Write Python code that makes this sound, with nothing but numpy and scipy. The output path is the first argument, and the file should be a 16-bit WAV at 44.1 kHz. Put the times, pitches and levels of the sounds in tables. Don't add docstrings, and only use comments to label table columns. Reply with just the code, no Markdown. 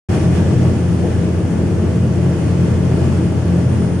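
import sys
import numpy as np
from scipy import signal
from scipy.fft import rfft, irfft, next_fast_len
from scipy.io import wavfile
from scipy.ndimage import uniform_filter1d, minimum_filter1d, map_coordinates

SR = 44100
rng = np.random.default_rng(int(sys.argv[2]) if len(sys.argv) > 2 else 0)


def dump_mix(stems):
    frames = np.atleast_2d(stems).T
    limited = np.clip(frames, -1, 1)
    pcm = np.round(limited * 32767).astype(np.int16)
    wavfile.write(sys.argv[1], SR, pcm)


N = 176400

PROP_HZ, PROP_DRIFT, PROP_BLADES = 28.86, 0.0012, 3
TURBINE_HZ, TURBINE_DRIFT, COMPRESSOR_BLADES = 572.23, 0.00016, 16


def amp(db):
    return 10 ** (np.asarray(db) / 20)


def unit(x):
    return x / np.sqrt(np.mean(x ** 2) + 1e-20)


def along(rows, hz):
    knots_hz, values = np.transpose(rows)
    return np.interp(np.log(hz + 1), np.log(knots_hz + 1), values)


def curve(rows):
    return np.interp(np.arange(N) / SR, *np.transpose(rows))


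def swing_db(rows):
    db = curve(rows)
    return db - db.mean()


def wobble(rate_hz):
    return map_coordinates(rng.standard_normal(512), [np.arange(N) * rate_hz / SR], mode="mirror")


def filtered(x, response):
    size = next_fast_len(N + SR // 2)
    return irfft(rfft(x, size) * response(np.fft.rfftfreq(size, 1 / SR)), size)[..., :N]


def band(centre_hz, width_hz):
    return lambda hz: 1 / (1 + 2 * ((hz - centre_hz) / width_hz) ** 2)


def rush(colour, patchy_db):
    # (frequency [Hz], correlation [-])
    correlation = [(40, 0.93), (130, 0.93), (260, 0.9), (500, 0.73), (1000, 0.29), (1700, 0.62),
                   (2600, 0.13), (4000, 0.0048), (8000, 0.057), (12000, -0.19)]

    def mid_side_gains(hz):
        turn_rad = np.arccos(np.clip(along(correlation, hz), -1, 1)) / 2
        return colour(hz) * np.array([np.cos(turn_rad), np.sin(turn_rad)])

    spectra = signal.stft(rng.standard_normal((2, N)), nperseg=512)[2]
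    patches = uniform_filter1d(rng.standard_normal(spectra.shape[1:]), size=8, axis=0)
    patches = uniform_filter1d(patches, size=10, axis=1)
    pair = signal.istft(spectra * amp(patchy_db * unit(patches)), nperseg=512)[1][:, :N]
    mid, side = filtered(pair, mid_side_gains)
    return unit(np.array([mid + side, mid - side]))


def shaft(hz, drift):
    return 2 * np.pi * np.cumsum(hz * (1 + drift * wobble(1.99))) / SR


def tone(angle, flutter_db, scatter_rad):
    shake = amp(flutter_db * wobble(7.02))
    return np.sqrt(2) * shake * np.array([np.sin(angle + scatter_rad * wobble(9)) for _ in range(2)])


def propeller():
    orders = [1, 2, 3, 6, 9, 15, 20]
    levels_db = [-60, -44, -20.5, -23, -36, -44.5, -47.5]
    beat_hz, in_phase_s, hum_db = 3.05, 2.25, -29
    angle = shaft(PROP_HZ, PROP_DRIFT)
    drone = sum(amp(db) * tone(order * angle, flutter_db=0.58, scatter_rad=0.063)
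                for order, db in zip(orders, levels_db))
    beat_angle = 2 * np.pi * beat_hz * (np.arange(N) / SR - in_phase_s)
    hum = tone(2 * PROP_BLADES * angle + beat_angle, flutter_db=1.5, scatter_rad=0.23)
    return drone + amp(hum_db) * hum


def cabin_boom():
    # (frequency [Hz], width [Hz], level [dB])
    resonances = [(100.2, 14.4, -24.5), (127.1, 12, -20.5), (174, 17.4, -27), (215, 6.9, -27.5),
                  (321, 65, -28.5), (441, 16.5, -37.5), (494, 24, -37.5)]
    return sum(amp(db) * rush(band(hz, width_hz), patchy_db=0.62) for hz, width_hz, db in resonances)


def turbine():
    orders = [2, 3]
    levels_db = [-54.5, -56]
    # (frequency [Hz], level [dB])
    gear_tones = [(634.5, -45), (807, -51), (2738, -66.5)]
    angle = shaft(TURBINE_HZ, TURBINE_DRIFT)
    whine = sum(amp(db) * tone(order * angle, flutter_db=0, scatter_rad=0.28)
                for order, db in zip(orders, levels_db))
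    gearbox = sum(amp(db) * tone(shaft(hz, PROP_DRIFT), flutter_db=2.5, scatter_rad=0.34)
                  for hz, db in gear_tones)
    return whine + gearbox


def slipstream():
    # (frequency [Hz], relative density [dB])
    roar_spectrum = [(20, -45), (42, -14), (72, -13.5), (92, -5.5), (150, -1.5), (200, -3), (235, -8),
                     (370, -7), (410, -11), (540, -15), (630, -16), (730, -21), (1000, -27), (1600, -34.5),
                     (4000, -80)]
    level_db = -20 + 0.41 * wobble(15)
    return amp(level_db) * rush(lambda hz: amp(along(roar_spectrum, hz)), patchy_db=0.9)


def window_hiss():
    # (frequency [Hz], relative density [dB])
    hiss_spectrum = [(300, -19), (900, 4.5), (1300, -1), (1700, 0.5), (2300, -2.5), (2900, -2.5),
                     (3500, -7.5), (4000, -11), (4650, -8.5), (6500, -8.5), (7600, -12), (9300, -12),
                     (10800, -20), (12300, -29), (14200, -32), (15600, -40)]
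    ripple_db, spacing_hz = 1.24, 70.1
    knots = rng.standard_normal(1024)

    def colour(hz):
        ripple = map_coordinates(knots, [hz / spacing_hz], mode="mirror")
        return amp(along(hiss_spectrum, hz) + ripple_db * ripple)

    level_db = -36.5 + 0.28 * wobble(25)
    return amp(level_db) * rush(colour, patchy_db=0.6)


def compressor_whistle():
    # (time [s], relative level [dB])
    whistle_levels = [(0.1, -59), (0.16, -53), (0.36, -53), (0.47, -65), (0.8, -55), (1.2, -56),
                      (1.55, -60.2), (2.05, -62), (2.4, -56), (2.75, -61), (3.05, -57), (3.5, -59.5),
                      (3.75, -54), (4.0, -54)]
    gain_db, side_db, skirt_db = 1, -15, -6
    angle = COMPRESSOR_BLADES * shaft(TURBINE_HZ, TURBINE_DRIFT)
    prop_angle = PROP_BLADES * shaft(PROP_HZ, PROP_DRIFT)
    blade_tone = tone(angle, flutter_db=0, scatter_rad=0.45)
    side_tone = amp(side_db) * tone(angle + prop_angle, flutter_db=2, scatter_rad=0.6)
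    skirt = amp(skirt_db) * rush(band(COMPRESSOR_BLADES * TURBINE_HZ, width_hz=90), patchy_db=-1.0)
    return amp(curve(whistle_levels) + gain_db) * (blade_tone + side_tone + skirt)


def limiter(x, ceiling=0.7, hold_s=0.04):
    hold = int(hold_s * SR)
    needed_gain = np.minimum(1, ceiling / (np.abs(x).max(axis=0) + 1e-9))
    return x * uniform_filter1d(minimum_filter1d(needed_gain, hold), hold)


def scene():
    # (time [s], relative level [dB])
    overall_levels = [(0.1, -34), (0.15, -30), (0.19, -33.5), (0.38, -32), (0.43, -34), (0.66, -34),
                      (0.85, -37), (1.15, -36), (1.4, -37.5), (2.15, -37.0), (2.65, -35), (2.8, -36.1),
                      (3.05, -34.5), (3.35, -37), (3.75, -36.1), (4.0, -38.5)]
    # (time [s], relative level [dB])
    bass_levels = [(0.1, -14.5), (0.42, -12), (0.9, -15.5), (1.15, -13.5), (1.38, -16.5), (1.95, -13.5),
                   (2.1, -15.5), (2.25, -13.7), (2.42, -16.5), (2.62, -12.4), (2.9, -14.5), (3.2, -13.5),
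                   (3.33, -17), (3.58, -13), (4.0, -17)]
    overall_db = swing_db(overall_levels)
    bass = amp(swing_db(bass_levels)) * (propeller() + cabin_boom())
    whine_and_roar = amp(0.86 * overall_db) * (turbine() + slipstream())
    hiss = amp(overall_db) * window_hiss()
    return bass + whine_and_roar + hiss + compressor_whistle()


def record(dry):
    # (frequency [Hz], left over right [dB])
    balance = [(60, 0), (140, 1.75), (260, 2), (500, 0), (1000, 2.5), (2000, 0.6), (4000, 0), (8000, -1),
               (12000, -1)]
    start_s, fade_in_s, top_hz = 0.086, 0.0069, 15700
    heard = filtered(dry, lambda hz: amp(along(balance, hz) * np.array([[0.5], [-0.5]])))
    opening = np.clip((np.arange(N) / SR - start_s) / fade_in_s, 0, 1)
    return filtered(limiter(heard * opening), lambda hz: hz < top_hz)


dry = scene()
out = record(dry)
dump_mix(out)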